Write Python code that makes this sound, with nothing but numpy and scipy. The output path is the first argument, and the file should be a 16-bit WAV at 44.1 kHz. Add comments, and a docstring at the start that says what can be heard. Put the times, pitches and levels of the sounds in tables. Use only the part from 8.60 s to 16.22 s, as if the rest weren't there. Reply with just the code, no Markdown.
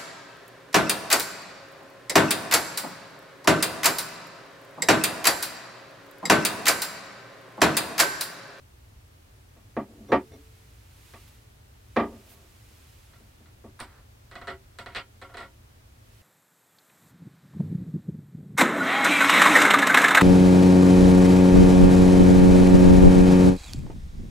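"""A low hum fills a small room. A glass cylinder is set on a table in two knocks, its rim dragging
in between, and its thin wall sings faintly. A sleeve rustles, then a flat plastic bottle of liquid
is put beside the glass and rocks to rest. Fingers touch the cap, and the seal creaks and cracks.
Last, the cap is unscrewed in three rasping turns as its thread catches and slips."""
import sys
import numpy as np
from scipy import signal
from scipy.fft import rfft, irfft, next_fast_len
from scipy.io import wavfile
from scipy.ndimage import uniform_filter1d

SR = 44100
rng = np.random.default_rng(int(sys.argv[2]) if len(sys.argv) > 2 else 0)


def dump_mix(stems):
    """Bounce the given channels to the path in sys.argv[1] as a 16-bit WAV at rate SR."""
    frames = np.atleast_2d(stems).T  # one column per channel
    limited = np.clip(frames, -1, 1)  # hard clip at full scale
    pcm = np.round(limited * 32767).astype(np.int16)
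    wavfile.write(sys.argv[1], SR, pcm)


N = 336042
TIME = np.arange(N) / SR
RESPONSE_SIZE = 2 ** 15
RESPONSE_HZ = np.fft.rfftfreq(RESPONSE_SIZE, 1 / SR)


def from_db(db):
    return 10 ** (np.asarray(db) / 20)


def unit_energy(x):
    return x / np.sqrt(np.sum(x ** 2))


def at_hz(points, hz):
    """Read between the rows of an (f/Hz, value) table, with octaves evenly spaced."""
    f, value = np.transpose(points)
    return np.interp(np.log(np.maximum(hz, 1)), np.log(f), value)


def left_right(mid, side):
    """Mid is what both ears share; side is how they differ."""
    return np.array([mid + side, mid - side])


def add(track, s, sound):
    """Mix a sound into a track from a given time on."""
    start = round(s * SR)
    track[start:start + len(sound)] += sound[:N - start]


def convolve(x, response):
    """Play a signal through an object or a room."""
    return signal.oaconvolve(np.atleast_2d(x), np.atleast_2d(response), axes=1)[:, :N]


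def soften(force, hardness_hz):
    """A softer contact lasts longer and loses its treble above hardness_hz."""
    r = np.exp(-2 * np.pi * hardness_hz / SR)
    return signal.lfilter([(1 - r) ** 2], [1, -2 * r, r * r], force)


def blows(rows):
    """One short push for each contact."""
    force = np.zeros(N)
    for s, db, hardness_hz in rows:
        add(force, s, from_db(db) * soften(signal.unit_impulse(SR // 20), hardness_hz))
    return force


def rubs(rows, slips_per_s, uneven_db, fade_db=0):
    """Rubbing is a run of tiny uneven slips that may fade; its level counts all the slips together."""
    slipping = rng.random(N) < slips_per_s / SR
    slips = slipping * from_db(uneven_db * rng.uniform(-1.3, 1, N)) * rng.choice([-1, 1], N)
    force = np.zeros(N)
    for start, end, db, hardness_hz in rows:
        run = slips[round(start * SR):round(max(end, start + .01) * SR)] + 1e-9
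        shape = signal.windows.tukey(len(run), .3) * from_db(np.linspace(0, -fade_db, len(run)))
        add(force, start, from_db(db) * soften(unit_energy(run * shape), hardness_hz))
    return force


def landing(event, edge_lead_s, rock_s, loss_db, far_edge_db, softer, count):
    """An edge touches, the base drops flat, then it rocks from edge to edge and settles."""
    s, db, hardness_hz = event
    edge = (s - edge_lead_s, db - 10.5, hardness_hz * 1.2)   # lighter and sharper than the base
    rocks = [(s + k * rock_s, db - k * loss_db + far_edge_db * (k % 2), hardness_hz * softer ** k)
             for k in range(count)]
    return blows([edge] + rocks)


def body(colour, notes):
    """How an object answers one tap: a broad tone colour with its own ringing notes on top."""
    f = RESPONSE_HZ
    cepstrum = irfft(np.log(from_db(at_hz(colour, f))))
    cepstrum[1:] *= 2 * (np.arange(1, RESPONSE_SIZE) < RESPONSE_SIZE // 2)   # no sound before the tap
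    peaks = 1
    for hz, width, db in notes:
        # every note dies away quickly, so knocks and clicks sound short and dry
        width = max(width, hz / 55)
        peaks = peaks + (from_db(db) - 1) * 1j * f * width / (hz ** 2 - f ** 2 + 1j * f * width)
    return irfft(np.exp(rfft(cepstrum)) * peaks)


def noise(colour, side_colour):
    """Steady stereo noise, scaled by its strength above the bass."""
    size = next_fast_len(N, True)
    hz = np.fft.rfftfreq(size, 1 / SR)
    gain = from_db(at_hz(colour, hz))
    gain = gain / np.sqrt(np.mean(gain ** 2 * (hz > 300)))
    mid, side = rfft(rng.standard_normal((2, size))) * gain
    side = side * from_db(at_hz(side_colour, hz))
    return left_right(irfft(mid)[:N], irfft(side)[:N])


# tone colour of the room's hiss, and its side compared with its mid: f/Hz, level/dB
AIR_COLOUR = [(11, -40.5), (18, -26), (27, -14), (42, -8.5), (64, -6), (114, -5.5), (155, -20.5),
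              (245, -21.5), (431, -26.5), (511, -27.5), (698, -30), (1070, -32.5), (1880, -34), (5690, -39),
              (15800, -43)]
AIR_SIDE = [(60, -38), (150, -9.5), (380, 0), (950, 3.5), (2380, 1.5), (5980, -0.5), (15000, -3)]
# the hum's tones: f/Hz, level/dB
HUM_TONES = [(59.2, -63), (80.7, -65.5), (107.7, -70), (129.2, -72.5)]
# how quickly each tone wavers: f/Hz
HUM_WAVER_HZ = [3, 15, 3.1, 3]

def room_hum():
    """Even hiss and a few low, wavering tones."""
    out = from_db(-63.5) * noise(AIR_COLOUR, AIR_SIDE)
    for (hz, db), waver_hz in zip(HUM_TONES, HUM_WAVER_HZ):
        drifts = rng.normal(0, 0.34, size=(2, 200))
        swell, phase = [np.interp(TIME * waver_hz, np.arange(len(d)), d) for d in drifts]
        out = out + np.sqrt(2) * from_db(db) * (1 + swell) * np.sin(2 * np.pi * (hz * TIME + phase))
    return out


# the glass's single knocks, and its base dropping flat: t/s, relative level/dB, hardness f/Hz
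GLASS_KNOCKS = [(0.9645, -43, 2600), (1.1666, -9.5, 1210), (1.73, -37, 260)]
GLASS_LANDING = (1.5212, 0, 2040)
# its rim dragging: start t/s, end t/s, relative level/dB, hardness f/Hz
RIM_DRAGS = [(1.24, 1.48, -19.5, 289), (1.482, 1.516, -13, 476), (1.70, 1.75, -26.5, 423)]
# tone colour of glass on the table: f/Hz, level/dB
GLASS_COLOUR = [(40, -22), (70, -6), (110, -4), (150, 2), (175, -18.5), (202, 1.5), (250, 3), (330, 4.5),
                (470, 5.5), (700, 0), (1000, -6), (1500, -7), (2400, -11), (3800, -12.5), (6000, -19),
                (15000, -28)]
# notes the table rings with, under glass and bottle alike: f/Hz, least width/Hz, boost/dB
TABLE_NOTES = [(226, 33, 12), (287, 16, 5.5), (311, 27, 6.5), (356, 48, 2.5), (407.4, 16, 6.5),
               (541, 90, 6.5), (667, 6.2, 13.5), (710, 45, 10.5), (777, 32.8, 6), (908.5, 47, 13),
               (1086, 10, 0.5), (1138, 43, 19), (1216, 18, 11.5), (1332, 27.9, 3.5), (1515, 10, 2.5),
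               (1578, 33, -1), (1648, 56, 11.5), (1853, 55, 11.5), (1830, 64, 8.5), (1990, 46, 14.5),
               (2039, 28, -8), (2370, 49, 9.5), (2330, 90, 9)]
TABLE_TOP_NOTE, RIM_NOTE = (233.3, 7.3, 14), (295, 25, 10)

def glass():
    """One edge lands, the rim sings as it drags, then the whole base drops flat."""
    force = blows(GLASS_KNOCKS) + landing(GLASS_LANDING, edge_lead_s=0.00223, rock_s=0.0112,
                                          loss_db=7.5, far_edge_db=2, softer=0.99, count=4)
    knocks = convolve(force, body(GLASS_COLOUR, [*TABLE_NOTES, TABLE_TOP_NOTE]))
    friction = rubs(RIM_DRAGS, slips_per_s=830, uneven_db=2.5)
    drag = convolve(friction, body(GLASS_COLOUR, [*TABLE_NOTES, RIM_NOTE]))
    return from_db(21) * (knocks + drag)


def ring(hz, db, fade_s):
    """One freely ringing note that drops 60 dB in fade_s."""
    t = TIME[:2 * SR]
    return from_db(db - 60 * t / fade_s) * np.sin(2 * np.pi * hz * t)


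# fingers slipping on the glass: start t/s, end t/s, relative level/dB, hardness f/Hz
FINGER_SLIPS = [(1.475, 1.51, -54.5, 12000), (1.71, 1.76, -56, 12400)]
# high notes of the glass wall: f/Hz, relative level/dB, fade t/s
TINKLE_NOTES = [(2156, 3.5, 0.11), (3560, -1, 0.08), (4080, -8, 0.13), (5750, 1, 0.08)]

def glass_wall():
    """The thin wall tinkles under slipping fingers and sings faintly after the landing."""
    skin = rubs(FINGER_SLIPS, slips_per_s=780, uneven_db=8)
    tinkle = convolve(skin, sum(ring(*note) for note in TINKLE_NOTES))
    singing = np.zeros(N)
    for hz in (440, 440.65):   # the wall's lowest note is a close pair, so it slowly throbs
        add(singing, GLASS_LANDING[0], ring(hz, db=-54, fade_s=3.5) / 2)
    return singing + tinkle + from_db(18) * soften(skin, hardness_hz=6100)


def swells(rows):
    """A smooth rise and fall of level for each movement."""
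    bumps = (from_db(db) * np.exp(-((TIME - s) / half_s) ** 2 / 2) for s, db, half_s in rows)
    return np.sqrt(sum(bump ** 2 for bump in bumps))


# slow arm movements, then two brief bright swishes: middle t/s, relative level/dB, half length t/s
ARM_MOVES = [(1.95, -65.5, 0.57), (2.55, -59, 0.18), (3.6, -62.5, 0.24), (4.22, -62, 0.33),
             (7.6, -66, 0.13)]
SWISHES = [(2.685, -60, 0.0062), (3.715, -55, 0.026)]
# tone colours of the brushing cloth and of the bright swishes: f/Hz, level/dB
SLEEVE_COLOUR = [(300, -2.5), (1000, 6.5), (2500, 10.5), (6000, 5.5), (12000, 3.5), (16000, -0.5)]
SWISH_COLOUR = [(500, -4), (2500, 4), (6000, -1), (9000, -1), (12500, 5), (16000, 1)]
# side compared with mid, for the cloth and also the room's echoes: f/Hz, level/dB
ROOM_SIDE = [(125, -33), (250, -25), (500, -20), (1000, -14.5), (2000, -9), (4000, -5.5), (10000, -2.5)]

def sleeve():
    """Cloth hisses softly as the arm moves, and two brief bright swishes rise above it."""
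    brush_level = np.hypot(from_db(-80.5), swells(ARM_MOVES))   # never quite still
    brush = brush_level * noise(SLEEVE_COLOUR, ROOM_SIDE)
    swish = swells(SWISHES) * noise(SWISH_COLOUR, ROOM_SIDE)
    return (brush + swish) * from_db([[-1.2], [1.2]])   # a little to the right


# the bottle's single knocks, and its base dropping flat: t/s, relative level/dB, hardness f/Hz
BOTTLE_KNOCKS = [(2.537, -32.5, 3630), (4.60, -27, 202), (4.80, -26, 188), (5.041, -20, 417),
                 (5.205, -20.5, 350)]
BOTTLE_LANDING = (3.366, 0, 1220)
# its base sliding: start t/s, end t/s, relative level/dB, hardness f/Hz
BOTTLE_SLIDES = [(3.47, 3.56, -11.5, 233), (3.5, 3.9, -31, 746)]
# tone colour of the bottle on the table: f/Hz, level/dB
BOTTLE_COLOUR = [(40, -30), (65, -3.5), (125, -5.5), (172, -16.5), (205, -3.5), (265, -4.5), (400, 3.5),
                 (800, -4.5), (1500, -6), (2000, -7), (2800, -8), (3700, -4.5), (6000, -13.5), (15000, -19)]

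def bottle():
    """The bottle is picked up, rocks and slides to rest on the table and is nudged as it is gripped."""
    force = blows(BOTTLE_KNOCKS) + landing(BOTTLE_LANDING, edge_lead_s=0.0038, rock_s=0.0172,
                                           loss_db=3.5, far_edge_db=-9.5, softer=0.87, count=5)
    force += rubs(BOTTLE_SLIDES, slips_per_s=610, uneven_db=-3)
    bottle_note = (402, 19, 3)   # f/Hz, width/Hz, boost/dB
    response = body(BOTTLE_COLOUR, [*TABLE_NOTES, TABLE_TOP_NOTE, bottle_note])
    return from_db(21.5) * convolve(force, response)


SEAT_DELAY_S, SEAT_HARDNESS_HZ = 0.00397, 2180   # a dull knock follows each tick as the cap seats
# fingers touching the cap: t/s, relative level/dB, hardness f/Hz
CAP_TOUCHES = [(4.535, -39.5, 4000), (4.858, -44, 7000)]
# the thread catching and slipping: t/s, length t/s, tick level/dB, rasp level/dB, tick hardness f/Hz
CAP_SLIPS = [(5.7134, 0.025, -30.5, -34, 4600), (5.7544, 0.011, -24.5, -26, 4260),
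             (5.815, 0.009, -24.5, -34, 2780), (5.8724, 0.035, -20.5, -14, 3500),
             (6.1873, 0.0083, -21.5, -31, 7650), (6.261, 0.089, -20.5, -35, 3620),
             (6.3492, 0.04, -23.5, -16.5, 5700), (6.616, 0.013, -27.5, -23.5, 4180),
             (6.686, 0.0216, -48, -29.5, 2400), (6.7403, 0.022, -29.5, -22, 3140),
             (6.7708, 0.025, -22, -23, 5400), (6.805, 0.039, -24.5, -22.5, 3900)]
# tone colour of the cap and the plastic shell: f/Hz, level/dB
CAP_COLOUR = [(80, 3.5), (130, -7.5), (220, -1), (330, -5), (600, -1), (850, -3), (1300, -0.5),
              (2000, -2.5), (2800, -8.5), (4300, -3), (6200, -16), (8200, -10), (10500, -21), (15000, -17)]
# notes the shell rings with: f/Hz, least width/Hz, boost/dB
SHELL_NOTES = [(390, 32, 14), (540, 10.4, 10.2), (694, 32, 14.5), (949, 10.3, 11.6), (1104, 11, 12.5),
               (1385, 65, 13.1), (1800, 30, 8.8), (1928, 55, 13.3), (2150, 65, 8.3), (2520, 21, 7.9),
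               (2850, 110, 8.6), (3220, 34, 3.4), (3300, 140, 5.8), (4020, 48, 7.2), (8240, 1900, 4.9)]
# the hand's grips: start t/s, relative level/dB, the note left freest (f/Hz, width/Hz, boost/dB)
GRIPS = [(0, -1, (1320, 180, 6.4)), (6.1, -2, (1140, 230, 3.4)), (6.3, -0.13, (2670, 1470, 11.6)),
         (6.55, -1.9, (10000, 1400, 7))]

def cap():
    """Fingers tap, then the thread ticks, seats and rasps; each grip colours the shell differently."""
    ticks, rasps = list(CAP_TOUCHES), []
    for s, length_s, tick_db, rasp_db, hardness_hz in CAP_SLIPS:
        ticks += [(s, tick_db, hardness_hz), (s + SEAT_DELAY_S, tick_db - 11, SEAT_HARDNESS_HZ)]
        rasps.append((s, s + length_s, rasp_db, hardness_hz * 0.79))   # duller than its tick
    force = blows(ticks) + rubs(rasps, slips_per_s=450, uneven_db=8, fade_db=5)
    grip_now = np.searchsorted([s for s, db, note in GRIPS[1:]], TIME)
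    shell = sum(from_db(db) * convolve(force * (grip_now == k), body(CAP_COLOUR, [*SHELL_NOTES, note]))
                for k, (s, db, note) in enumerate(GRIPS))
    return from_db(19) * shell


# the seal's snap: t/s, relative level/dB, hardness f/Hz
SEAL_CRACK = [(5.2025, -21, 11900)]
# notes the seal rings with: f/Hz, width/Hz, boost/dB
SEAL_NOTES = [(1250, 2700, 8.3), (5400, 530, 3.7), (9240, 550, 20.6), (9900, 340, 7)]

def seal():
    """The seal creaks, lets go with a snap and a dull knock, and the loosened cap rubs on."""
    crack_s = SEAL_CRACK[0][0]
    creak = rubs([(crack_s - 0.014, crack_s, -22, 3500)], slips_per_s=1400, uneven_db=1)
    snap = blows([*SEAL_CRACK, (crack_s + SEAT_DELAY_S, -23, SEAT_HARDNESS_HZ)])
    freed = rubs([(crack_s, crack_s + 0.21, -29.5, 3080)], slips_per_s=1200, uneven_db=7, fade_db=4)
    return from_db(15) * convolve(creak + snap + freed, body(CAP_COLOUR, SEAL_NOTES))


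# how long the echoes take to drop 60 dB, before they are evened out and shortened: f/Hz, t/s
ECHO_FADES = [(120, .3), (260, .24), (500, .17), (1000, .145), (2000, .15), (4000, .135), (10000, .12)]

def reflections(direct, wall, build_s, wall_delay_s=0.0112):
    """A short first burst, its bounce off the wall, and dense echoes that build up and die away."""
    t = TIME[:RESPONSE_SIZE]
    centres = np.log([hz for hz, fade_s in ECHO_FADES])
    white, echoes = rfft(rng.standard_normal(RESPONSE_SIZE)), 0
    for (hz, fade_s), pick in zip(ECHO_FADES, np.eye(len(centres))):
        band = irfft(white * np.interp(np.log(RESPONSE_HZ + 1), centres, pick))
        echoes = echoes + band * from_db(-60 * t / fade_s)
    burst = unit_energy(rng.standard_normal(RESPONSE_SIZE) * np.exp(-t / 0.00055))
    burst = burst - 0.57 * soften(burst, hardness_hz=5000)   # bass arrives mostly by echo
    response = unit_energy(echoes * (1 - np.exp(-t / build_s))) + direct * burst
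    add(response, wall_delay_s, wall * burst[:SR // 20])
    for _ in range(3):   # even out the colour and shorten the tail
        spectrum = rfft(response)
        colour = np.sqrt(uniform_filter1d(abs(spectrum) ** 2, size=31))
        response = irfft(spectrum / colour) * np.exp(-(t / .17) ** 2)
    return response


# left ear compared with right: f/Hz, level/dB
BALANCE = [(150, -0.1), (500, -0.4), (1000, -1.7), (2000, -1.5), (4000, -1.1), (12000, -1.8)]

def room():
    """The table is near a wall and a little to the right; the ears differ mostly in the treble."""
    mid = reflections(direct=1.0, wall=0.3, build_s=0.0019)
    side = reflections(direct=0.55, wall=0.31, build_s=0.0015)
    side = signal.fftconvolve(side, body(ROOM_SIDE, []))[:RESPONSE_SIZE]
    shading = [body([(hz, sign * db / 2) for hz, db in BALANCE], []) for sign in (1, -1)]
    return signal.fftconvolve(left_right(mid, side), np.array(shading), axes=1)[:, :RESPONSE_SIZE]


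def scene():
    """Glass, bottle, seal and cap echo in the room; the faint sounds are added without echo."""
    handling = convolve(glass() + bottle() + seal() + cap(), room())
    return handling + glass_wall() + sleeve() + room_hum()


def record(dry):
    """The very highest treble is cut steeply."""
    cutoff_hz = 15900
    return signal.sosfilt(signal.ellip(10, .1, 70, cutoff_hz, fs=SR, output="sos"), dry)


dry = scene()
out = record(dry)
dump_mix(out)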